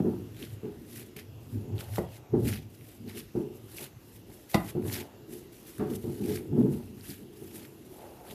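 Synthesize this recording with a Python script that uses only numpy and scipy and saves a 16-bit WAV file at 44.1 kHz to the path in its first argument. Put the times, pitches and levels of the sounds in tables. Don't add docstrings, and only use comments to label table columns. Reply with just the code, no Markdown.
import sys
import numpy as np
from scipy import signal
from scipy.fft import rfft, irfft
from scipy.io import wavfile
from scipy.ndimage import uniform_filter1d

SR = 44100
rng = np.random.default_rng(int(sys.argv[2]) if len(sys.argv) > 2 else 0)


def how_loud(loudness_db):
    steps = np.asarray(loudness_db, float) / 20
    return 10 ** steps


def generate_wav(signal):
    frames = np.transpose(np.atleast_2d(signal))
    scaled = np.clip(frames, -1, 1) * 32767
    pcm = np.round(scaled).astype(np.int16)
    wavfile.write(sys.argv[1], SR, pcm)


N = 367779


def evened(x):
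    return x / np.sqrt(np.mean(x ** 2) + 1e-20)


def peaked(x):
    return x / abs(x).max()


def coloured(x, points):
    f, db = np.transpose(points)
    hz = np.fft.rfftfreq(len(x), 1 / SR)
    gain = how_loud(np.interp(np.log(hz + 1), np.log(f + 1), db))
    return evened(irfft(rfft(x) * gain, len(x)))


def resonate(x, hz, width):
    pole = np.exp((2j * np.pi * hz - np.pi * width) / SR)
    return 2 * signal.lfilter([1 - abs(pole)], [1, -pole], x).real


def drift(seconds):
    size = max(int(seconds * SR), 2)
    return evened(uniform_filter1d(uniform_filter1d(rng.standard_normal(N), size), size))


def patchy(x, patch_db, bins, frames):
    z = signal.stft(x, nperseg=256, noverlap=192)[2]
    field = uniform_filter1d(rng.standard_normal(z.shape), bins, 0)
    field = uniform_filter1d(field, frames, 1)
    return evened(signal.istft(z * how_loud(patch_db * evened(field)), nperseg=256, noverlap=192)[1][:N])


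def steadied(x, seconds, share):
    size = int(seconds * SR)
    power = uniform_filter1d(uniform_filter1d(evened(x) ** 2, size), size)
    return evened(x / (power + 0.028) ** (share / 2))


def swells(rows, bend):
    s, rise, fall, db = np.transpose(rows)[:, :, None]
    t = np.arange(0, N + 64, 64) / SR
    away = np.where(t < s, (s - t) / rise, (t - s) / fall)
    total = np.sqrt((how_loud(db - 20 * away ** bend) ** 2).sum(0))
    return np.interp(np.arange(N) / SR, t, total)


def fading(noise, t60, lead=7.6):
    return np.r_[lead, noise[1:]] * how_loud(-60 * np.arange(len(noise)) / SR / t60)


def ring(modes, rise):
    t = np.arange(0, 0.4, 1 / SR)
    out = sum(how_loud(db - 60 * t / t60) * np.sin(2 * np.pi * hz * t) for hz, db, t60 in modes)
    return peaked(out * (1 - np.exp(-t / rise)))


def snap(noise, hz, width, bright_db, t60):
    edge = np.diff(fading(noise, 0.3 * t60), prepend=0)
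    body = resonate(resonate(fading(noise, t60), hz, width), hz, 1.6 * width)
    return peaked(body) + how_loud(bright_db) * peaked(edge)


def add(mix, s, sound):
    part = mix[round(s * SR):][:len(sound)]
    part += sound[:len(part)]


# f/Hz, level/dB
HUSH_SPECTRUM = [(15, -52), (25, -7.5), (100, -2), (185, -5), (341, -1), (523, -12), (1070, -21),
                 (2330, -25), (2730, -20), (3210, -25.5), (7530, -29), (8610, -36), (9570, -36.5),
                 (13200, -28), (14700, -32)]
# t/s, level/dB
MURMUR_LEVEL = [
    (0, 1.5),
    (2.6, -1.5),
    (3.7, 0.5),
    (4.25, -2),
    (4.8, 1),
    (7.4, -1.5),
    (8.34, -0.5),
]
# f/Hz, level/dB
WHINE_LINES = [(2780, 5), (3330, 3)]
# t/s, level/dB
WHINE_LEVEL = [(0, -74), (1.0, -75), (1.5, -71), (2.3, -70), (2.6, -79), (4.6, -83), (5.2, -75), (6.6, -76),
               (7.0, -84), (7.5, -77)]


def room():
    t = np.arange(N) / SR
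    hush = coloured(patchy(rng.standard_normal(N), 2.1, bins=3, frames=120), HUSH_SPECTRUM)
    hush_db = -53 + np.interp(t, *np.transpose(MURMUR_LEVEL))
    whine = np.zeros(N)
    for hz, db in WHINE_LINES:
        line = resonate(resonate(rng.standard_normal(N), hz, 30.0), hz, 60.0)
        whine += how_loud(db) * evened(line)
    whine_db = np.interp(t, *np.transpose(WHINE_LEVEL)) - 10 + 4 * drift(0.08)
    return how_loud(hush_db) * hush + how_loud(whine_db) * whine


# peak t/s, rise/s, fall/s, panel level/dB, body level above panel/dB
HEAVY_SHOVES = [(0.0, .01, 0.028, -31.5, 16), (.066, 0.13, 0.18, -28, 1), (.44, 0.1, 0.041, -42, 0.5),
                (.65, 0.018, 0.1, -32.5, -4), (1.011, 0.7, 0.14, -50, 1), (1.165, 0.0084, 0.15, -49, 1.5),
                (1.561, 0.093, 0.17, -44, 7), (1.733, 0.11, 0.15, -40, 0.5), (1.99, 0.017, 0.074, -35, -6),
                (2.345, 0.018, 0.13, -22.5, -1), (2.46, 0.084, .15, -40, 12),
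                (3.08, 0.061, .05, -43.5, 4.5), (3.166, 0.068, 0.083, -41, -0.5),
                (3.37, 0.024, 0.17, -28.5, -3.5), (4.556, 0.013, 0.046, -49, 8),
                (4.77, 0.019, 0.2, -31.5, 1), (5.018, 0.099, 0.048, -39.5, -2.5),
                (5.328, 0.16, 0.25, -42, -5.5), (5.81, 0.028, 0.16, -29, -1.5),
                (5.92, 0.062, 0.12, -33.5, 1.5), (6.08, 0.034, 0.1, -32, 0.5), (6.31, 0.18, .13, -29, -2.5),
                (6.53, 0.022, 0.032, -31.5, 7.5), (6.61, 0.089, 0.03, -22.5, 4.5),
                (6.66, 0.13, 0.12, -26.5, 3.5), (6.73, .05, 0.13, -38.5, 7)]
# peak t/s, fall/s, panel level/dB, body level above panel/dB
LIGHT_NUDGES = [(2.19, 0.28, -55.5, -17), (2.66, 0.036, -78, -9), (2.815, 0.045, -55.5, 4),
                (3.02, 0.13, -62.5, 19), (3.82, 0.12, -48, -0.5), (4.3, 0.11, -54.5, 1.5),
                (4.45, .15, -66, -4), (4.61, 0.11, -54, 12), (4.68, 0.13, -51, -2), (4.9, 0.22, -57.5, 14),
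                (5.69, 0.19, -52.5, -7), (6.22, 0.12, -36.5, 6.5), (6.43, 0.41, -42, -9.5),
                (6.93, 0.36, -52, 8), (7.098, 0.064, -46, 7), (7.22, 0.13, -45, -0.5),
                (7.33, 0.42, -52, -3), (7.42, 0.087, -40.5, -4), (7.56, 0.77, -48.5, -1.5),
                (7.74, 0.36, -67, -6), (7.92, 0.25, -54, -12), (8.08, 0.28, -50.5, -46.5),
                (8.33, 0.2, -49, 2.5)]
# peak t/s, rise/s, fall/s, boom level/dB
CABINET_ROCKS = [(0.0, .01, 0.1, -31), (.08, .1, 0.71, -39), (.536, 0.15, 0.089, -41),
                 (.637, 0.025, 0.049, -59), (1.0, 0.19, 0.14, -46.5), (1.305, 0.17, 0.55, -45),
                 (1.574, 0.092, 0.079, -30), (1.733, 0.079, 0.1, -29), (1.913, 0.1, 0.37, -37),
                 (2.335, 0.018, 0.096, -25), (2.442, 0.11, 0.21, -26.5), (2.822, 0.071, 0.077, -46.5),
                 (3.022, 0.084, 0.35, -46), (3.356, .02, .07, -67), (3.65, 1, 0.21, -51.5),
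                 (3.97, 0.099, 0.041, -47.5), (4.172, 0.16, 0.29, -52.5), (4.556, 0.0078, 0.22, -37.5),
                 (4.752, .02, 0.082, -59), (4.88, 0.087, 0.15, -32), (5.797, 0.016, 0.032, -32),
                 (6.1, 0.32, 0.27, -41), (6.37, 0.28, 0.061, -39), (6.53, 0.056, 0.014, -30.5),
                 (6.63, 0.027, 0.7, -42), (7.12, 0.48, 0.37, -59), (7.45, 0.16, 1, -55)]
# peak t/s, rise/s, fall/s, knock level/dB
TOP_SCUFFS = [(0.0, .01, 0.044, -37.5), (3.085, 0.012, 0.058, -55.5), (4.3, 0.028, 0.13, -60),
              (6.8, 0.23, 0.15, -55.5), (7.58, 0.13, 0.15, -56.5), (1.83, 0.36, 0.85, -52.5),
              (1.988, 0.011, 0.092, -43), (2.49, 0.29, 0.16, -49), (3.82, 0.11, 0.088, -51.5),
              (4.556, 0.018, 0.0086, -25), (4.68, .06, .07, -60), (5.0, 0.47, 0.36, -51),
              (7.12, 0.22, 0.067, -62), (8.04, 0.18, 0.3, -48), (8.22, 0.14, 0.97, -51)]
# f/Hz, bandwidth/Hz, level/dB
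BOOM_MODES = [(106.2, 21.7, -10), (71.4, 11, -38.5)]
BODY_MODES = [(141.2, 25.6, -0.5), (191.2, 35.5, 0.1), (231.3, 10.5, -0.6), (271.4, 17.7, -3.5)]
PANEL_MODES = [(350.1, 38, 3.5), (416, 13.2, -2), (325.5, 15, -8)]
KNOCK_MODES = [(576, 158, 12.5), (714, 148, 10), (825, 80, 2), (1140, 370, -4.5)]


def counter():
    bend = 0.97
    jolts_per_s, jolt_spread_db, wander_db = 400, 2.5, 2.0
    pushes = HEAVY_SHOVES + [(s, 0.39 * fall, fall, db, up) for s, fall, db, up in LIGHT_NUDGES]
    panel = swells([row[:4] for row in pushes], bend)
    body = swells([(*row[:3], row[3] + row[4]) for row in pushes], bend)
    boom = swells(CABINET_ROCKS, bend)
    knock = np.hypot(how_loud(-19) * panel, swells(TOP_SCUFFS, bend))

    sizes = how_loud(jolt_spread_db * np.minimum(rng.exponential(1, N), 4))
    jolts = sizes * (rng.random(N) < jolts_per_s / SR)
    drive = evened(jolts * rng.choice([-1., 1.], N)) + 0.8 * rng.standard_normal(N)
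    soft = signal.sosfilt(signal.butter(6, 520, fs=SR, output="sos"), drive)

    out = np.zeros(N)
    for modes, gain, push in ((PANEL_MODES, panel, soft), (BOOM_MODES, boom, soft),
                              (BODY_MODES, body, soft), (KNOCK_MODES, knock, drive)):
        hum = np.zeros(N)
        for hz, width, db in modes:
            mode = evened(resonate(resonate(push, hz, width), hz, 2.53 * width))
            hum += how_loud(db + wander_db * drift(0.032)) * mode
        out += gain * steadied(hum, 0.035, 0.8)
    return out


# peak t/s, rise/s, fall/s, fizz level/dB, rasp level above fizz/dB
FIRM_STROKES = [(.424, 0.1, 0.11, -52, 3), (.97, 0.13, 0.12, -48, -2), (1.166, 0.006, 0.018, -50, 3),
                (1.183, .015, 0.072, -55.5, 5.5), (1.8, 0.05, 0.1, -49.5, 0.5),
                (1.96, 0.11, 0.1, -47.5, -2), (2.16, 0.11, 0.044, -55, 2), (2.49, 0.083, 0.08, -40.5, -4),
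                (2.54, 0.082, 0.081, -49, 7), (3.095, 0.041, 0.06, -54.5, 3),
                (3.18, 0.063, 0.085, -47, 0.5), (3.78, 0.11, 0.091, -47, -16),
                (3.84, 0.12, 0.049, -44, 0.5), (4.5, 0.01, 0.23, -46, -6), (4.55, 0.016, 0.021, -38.5, 6.5),
                (4.7, 0.075, 0.028, -46, 0.5), (4.87, 0.051, 0.15, -46, -8.5), (4.94, 0.063, 0.05, -38, -3),
                (4.962, 0.027, 0.046, -44.5, 0), (5.0, 0.061, 0.056, -45.5, 2),
                (5.96, .1, 0.022, -45.5, -4.5), (6.36, 0.21, 0.061, -44, -2),
                (7.1, 0.13, 0.13, -46.5, -3.5), (7.56, 0.067, 0.07, -46, -6.5),
                (7.65, 0.18, 0.026, -54.5, 2), (8.32, .1, 0.038, -50.5, -1)]
# peak t/s, rise/s, fall/s, fizz level/dB
FLOUR_BRUSHES = [(.1, 0.46, 1, -66), (.534, 0.077, 0.042, -57), (.8, 0.41, 0.22, -69.5),
                 (1.52, 0.26, 0.37, -61.5), (2.75, 0.11, 0.05, -61.5), (2.89, 0.25, 0.28, -59),
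                 (3.39, 0.16, 0.17, -63), (3.55, 0.037, 0.078, -57.5), (3.68, .2, 0.33, -64.5),
                 (4.16, 0.25, 0.087, -58.5), (4.33, 0.11, 0.6, -58), (4.6, .05, 0.12, -65),
                 (5.332, 0.053, 0.14, -49.5), (5.53, 0.029, 0.38, -58), (5.69, 0.077, 0.23, -51.5),
                 (6.03, 0.1, 0.12, -56), (6.15, .4, 0.58, -57), (6.6, 0.041, 0.051, -53.5),
                 (6.73, .2, 0.33, -57), (7.39, 0.14, 1, -58), (7.85, 0.02, .05, -62), (7.94, .09, 1, -60.5)]
# f/Hz, density level/dB
FIZZ_SPECTRUM = [(1760, -83), (3000, -11), (6970, 0), (7600, 3.5), (8680, -0.5), (9720, 4.5), (12800, 4.5),
                 (14300, 6.5), (14700, -47)]
# f/Hz, density level/dB
RASP_SPECTRUM = [(700, -42), (1150, -9.5), (1500, -5), (1950, -2), (2800, -3), (4000, -6), (5500, -10),
                 (9000, -25.5)]


def rubbing():
    grains_per_s, grain_spread_db, flicker_db = 700, 3.0, 1.5
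    brush_rasp_db = -5
    rubs = FIRM_STROKES + [(*row, brush_rasp_db) for row in FLOUR_BRUSHES]
    fizz_gain = swells([row[:4] for row in rubs], 1)
    rasp_gain = swells([(*row[:3], row[3] + row[4]) for row in rubs], 1)
    sizes = how_loud(grain_spread_db * np.minimum(rng.exponential(1, N), 5))
    grains = sizes * (rng.random(N) < grains_per_s / SR)
    slip = 0.4 * evened(grains * rng.choice([-1., 1.], N)) + rng.standard_normal(N)
    slip = patchy(slip * how_loud(flicker_db * drift(0.01)), 1.33, bins=5, frames=24)
    rasp = patchy(slip * how_loud(2.5 * drift(0.003)), 1.6, bins=3, frames=8)
    return fizz_gain * coloured(slip, FIZZ_SPECTRUM) + rasp_gain * coloured(rasp, RASP_SPECTRUM)


# t/s, peak level/dB, knock above peak/dB, papery pat above peak/dB
HAND_BUMPS = [(0.056, -24.5, -13.5, -51), (0.633, -24, -40, -36), (1.162, -39, -15, -35),
              (2.336, -10.5, -28, -49), (3.352, -15.5, -22.5, -51), (4.592, -33, -37, -5),
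              (4.751, -16.5, -26.5, -55), (4.851, -28.5, -39, -15), (5.795, -21.5, -15.5, -16.5),
              (5.903, -19, -31, -30), (6.041, -20.5, -25, -35), (6.519, -37, -32, -33),
              (6.577, -12, -51, -55)]


def bumps():
    out, noise = np.zeros(N), rng.standard_normal((len(HAND_BUMPS), 6000))
    thump = ring([(hz, db, 0.06) for hz, width, db in BODY_MODES + PANEL_MODES], rise=0.0042)
    for (s, db, knock_db, pat_db), row in zip(HAND_BUMPS, noise):
        add(out, s, how_loud(db - 6.5) * thump)
        hit = fading(row, 0.28)
        knock = sum(how_loud(g) * resonate(resonate(hit, hz, w), hz, 210.0) for hz, w, g in KNOCK_MODES)
        add(out, s, how_loud(db + knock_db) * peaked(knock))
        pat = resonate(resonate(fading(row, 0.47), 690, 1000), 1030, 1800)
        add(out, s, how_loud(db + pat_db) * peaked(pat))
    return out


# t/s, peak level/dB, centre f/Hz
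FURTHER_TICKS = [(0.4249, -36, 2110), (0.4394, -40, 1750), (0.6544, -39.5, 2480), (0.9243, -47, 2830),
                 (0.9418, -44, 3030), (0.9804, -35, 2010), (1.5494, -55, 2770), (1.7809, -31, 3590),
                 (1.7924, -37, 2670), (1.8004, -37, 2680), (1.938, -34, 1990), (2.4628, -38, 1990),
                 (2.489, -34, 2160), (2.4924, -28, 2110), (2.5003, -30, 2220), (2.5275, -34, 1690),
                 (2.5374, -36, 1860), (2.5446, -35, 2110), (3.1477, -42, 2100), (3.7329, -46, 3570),
                 (3.7773, -30, 3680), (4.3161, -43, 2140), (4.5096, -41, 4200), (4.825, -39, 1950),
                 (4.8823, -28.5, 3360), (4.9364, -34, 2310), (4.9454, -34, 2050), (4.9529, -23, 2020),
                 (4.9615, -31, 2450), (4.967, -35, 2460), (4.9894, -34, 1730), (5.019, -34, 3110),
                 (5.0264, -35, 1670), (5.9366, -32, 2040), (7.01, -36, 4440), (7.3866, -50, 1780),
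                 (8.2023, -48, 1710), (8.2836, -42, 3680), (8.2995, -35, 2940)]


def further_ticks():
    out, noise = np.zeros(N), rng.standard_normal((len(FURTHER_TICKS), 600))
    for (s, db, hz), row in zip(FURTHER_TICKS, noise):
        add(out, s + 0.0005, how_loud(db - 3) * snap(row, hz, 1500, -8, 0.0046))
    return out


# t/s, peak level/dB, centre f/Hz, bright edge above peak/dB
STICKY_TICKS = [(0.4275, -30.5, 3230, -8), (1.165, -33.5, 2350, -4), (1.1898, -32, 2200, -13),
                (1.79, -33, 2900, -9), (1.973, -32, 1110, -10), (2.4808, -26.5, 3000, -13),
                (2.528, -31, 1860, -10), (2.578, -38.5, 2900, -23), (2.811, -44, 2380, -13),
                (3.0795, -44, 4190, -12), (3.1017, -40, 2120, -15), (3.1741, -36, 3200, -12),
                (3.7842, -29, 2490, -9), (3.83, -46, 2390, -6), (4.498, -46, 4150, -3),
                (4.988, -36, 1720, -8), (4.899, -30, 2030, 2), (5.7828, -40.5, 1530, 14.5),
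                (6.261, -40.5, 2450, 18), (6.32, -40, 2340, -9), (6.3747, -30.5, 2040, -17),
                (7.103, -32, 4760, -12), (7.651, -37.5, 2200, -12), (8.31, -34, 3020, -11)]
# t/s, peak level/dB, centre f/Hz, bright edge above peak/dB
DRY_POP = (4.9282, -18, 5000, -18)


def ticks():
    out, noise = np.zeros(N), rng.standard_normal((len(STICKY_TICKS) + 1, 1500))
    for (s, db, hz, bright_db), row in zip(STICKY_TICKS, noise):
        add(out, s, how_loud(db) * snap(row, hz, 1000, bright_db, 0.005))
    s, db, hz, bright_db = DRY_POP
    add(out, s, how_loud(db) * snap(noise[-1], hz, 7000, bright_db, 0.002))
    return out


# t/s, peak level/dB, crack above peak/dB, skin ring above peak/dB
BALL_SLAPS = [
    (1.983, -19.5, -42, -12),
    (4.5442, -13, -6, -4),
]
# f/Hz, level/dB, t60/s
LOW_MODES = [
    [(102, -38, 0.15), (173, 6, 0.041), (363, 7, 0.028), (493, -2, 0.014)],
    [(99, -47, 0.21), (168, 13, 0.046), (315, 7, 0.072), (200, 9, 0.045)],
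]
# f/Hz, level/dB, t60/s
TOP_MODES = [
    [(590, 3, 0.0059), (910, -26, 0.032), (1194, -33.5, .08), (1930, -28.5, 0.04)],
    [(704, 3, 0.026), (830, -13, 0.13), (1007, -12.5, 0.11), (1220, -16.5, .12), (1985, -3.5, 0.03),
     (2760, -7, 0.02), (3640, -11, 0.025), (4720, -6.5, .015)],
]
TOP_LEVELS = [-15, -10.5]
# f/Hz, bandwidth/Hz, level/dB
SKIN_MODES = [(790, 56, 7), (1080, 70, -2.5), (1200, 110, -18), (1800, 220, -4), (2900, 550, -12),
              (3620, 700, -14)]


def slaps():
    out, noise = np.zeros(N), rng.standard_normal((len(BALL_SLAPS), 8000))
    for slap, row, low, top, top_db in zip(BALL_SLAPS, noise, LOW_MODES, TOP_MODES, TOP_LEVELS):
        s, db, crack_db, skin_db = slap
        add(out, s - 0.0005, -how_loud(top_db) * ring(top, rise=0.00047))
        add(out, s + 0.0025, how_loud(db + crack_db) * snap(row, 4600, 3500, -16, 0.019))
        flutter = fading(row, 0.018, lead=3.) + 0.03 * fading(row, 0.15)
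        skin = sum(how_loud(g) * evened(resonate(flutter, hz, w)) for hz, w, g in SKIN_MODES)
        add(out, s, how_loud(db + skin_db) * peaked(skin))
        add(out, s + 0.0029, -how_loud(db) * ring(low, rise=0.0025))
    return out


def walls(x):
    t60, delay = 0.26, 0.0049
    t = np.arange(0, 0.4, 1 / SR)
    tail = rng.standard_normal(len(t)) * how_loud(-60 * t / t60) * (t > delay)
    tail = signal.sosfilt(signal.butter(1, 1800, fs=SR, output="sos"), tail)
    return signal.fftconvolve(x, tail / np.linalg.norm(tail))[:N]


def scene():
    hits = bumps() + ticks() + slaps()
    mix = room() + counter() + rubbing() + further_ticks() + hits + how_loud(-12.0) * walls(hits)
    return mix[None]


# f/Hz, level/dB
PORT_RESPONSE = [(100, 1.5), (8100, -2), (8450, -1), (8850, -2), (9200, 1), (20000, 1)]


def port(x):
    return coloured(x, PORT_RESPONSE) * np.std(x)


# lower f/Hz, upper f/Hz
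NOTCH_BANDS = [(8300, 8700), (8700, 9100)]


def gated(x):
    hz, _, z = signal.stft(x, SR, nperseg=1024, noverlap=768)
    out = z.copy()
    for lo, hi in NOTCH_BANDS:
        band = (hz > lo) & (hz <= hi)
        power = uniform_filter1d((abs(z[band]) ** 2).mean(0), size=5)
        faint = power < np.percentile(power, 13)
        out[band] = z[band] * how_loud(-28 * faint)
    return signal.istft(out, SR, nperseg=1024, noverlap=768)[1][:N]


def band_limit(x):
    return signal.sosfilt(signal.butter(12, 14820, fs=SR, output="sos"), x)


def record(dry):
    thin = signal.sosfilt(signal.butter(6, 44., "high", fs=SR, output="sos"), dry[0])
    edge = signal.firwin(511, 14120, window=("kaiser", 9), fs=SR)
    mix = signal.oaconvolve(gated(port(thin)), edge, "same")[None]
    return band_limit(mix)


dry = scene()
out = record(dry)
generate_wav(out)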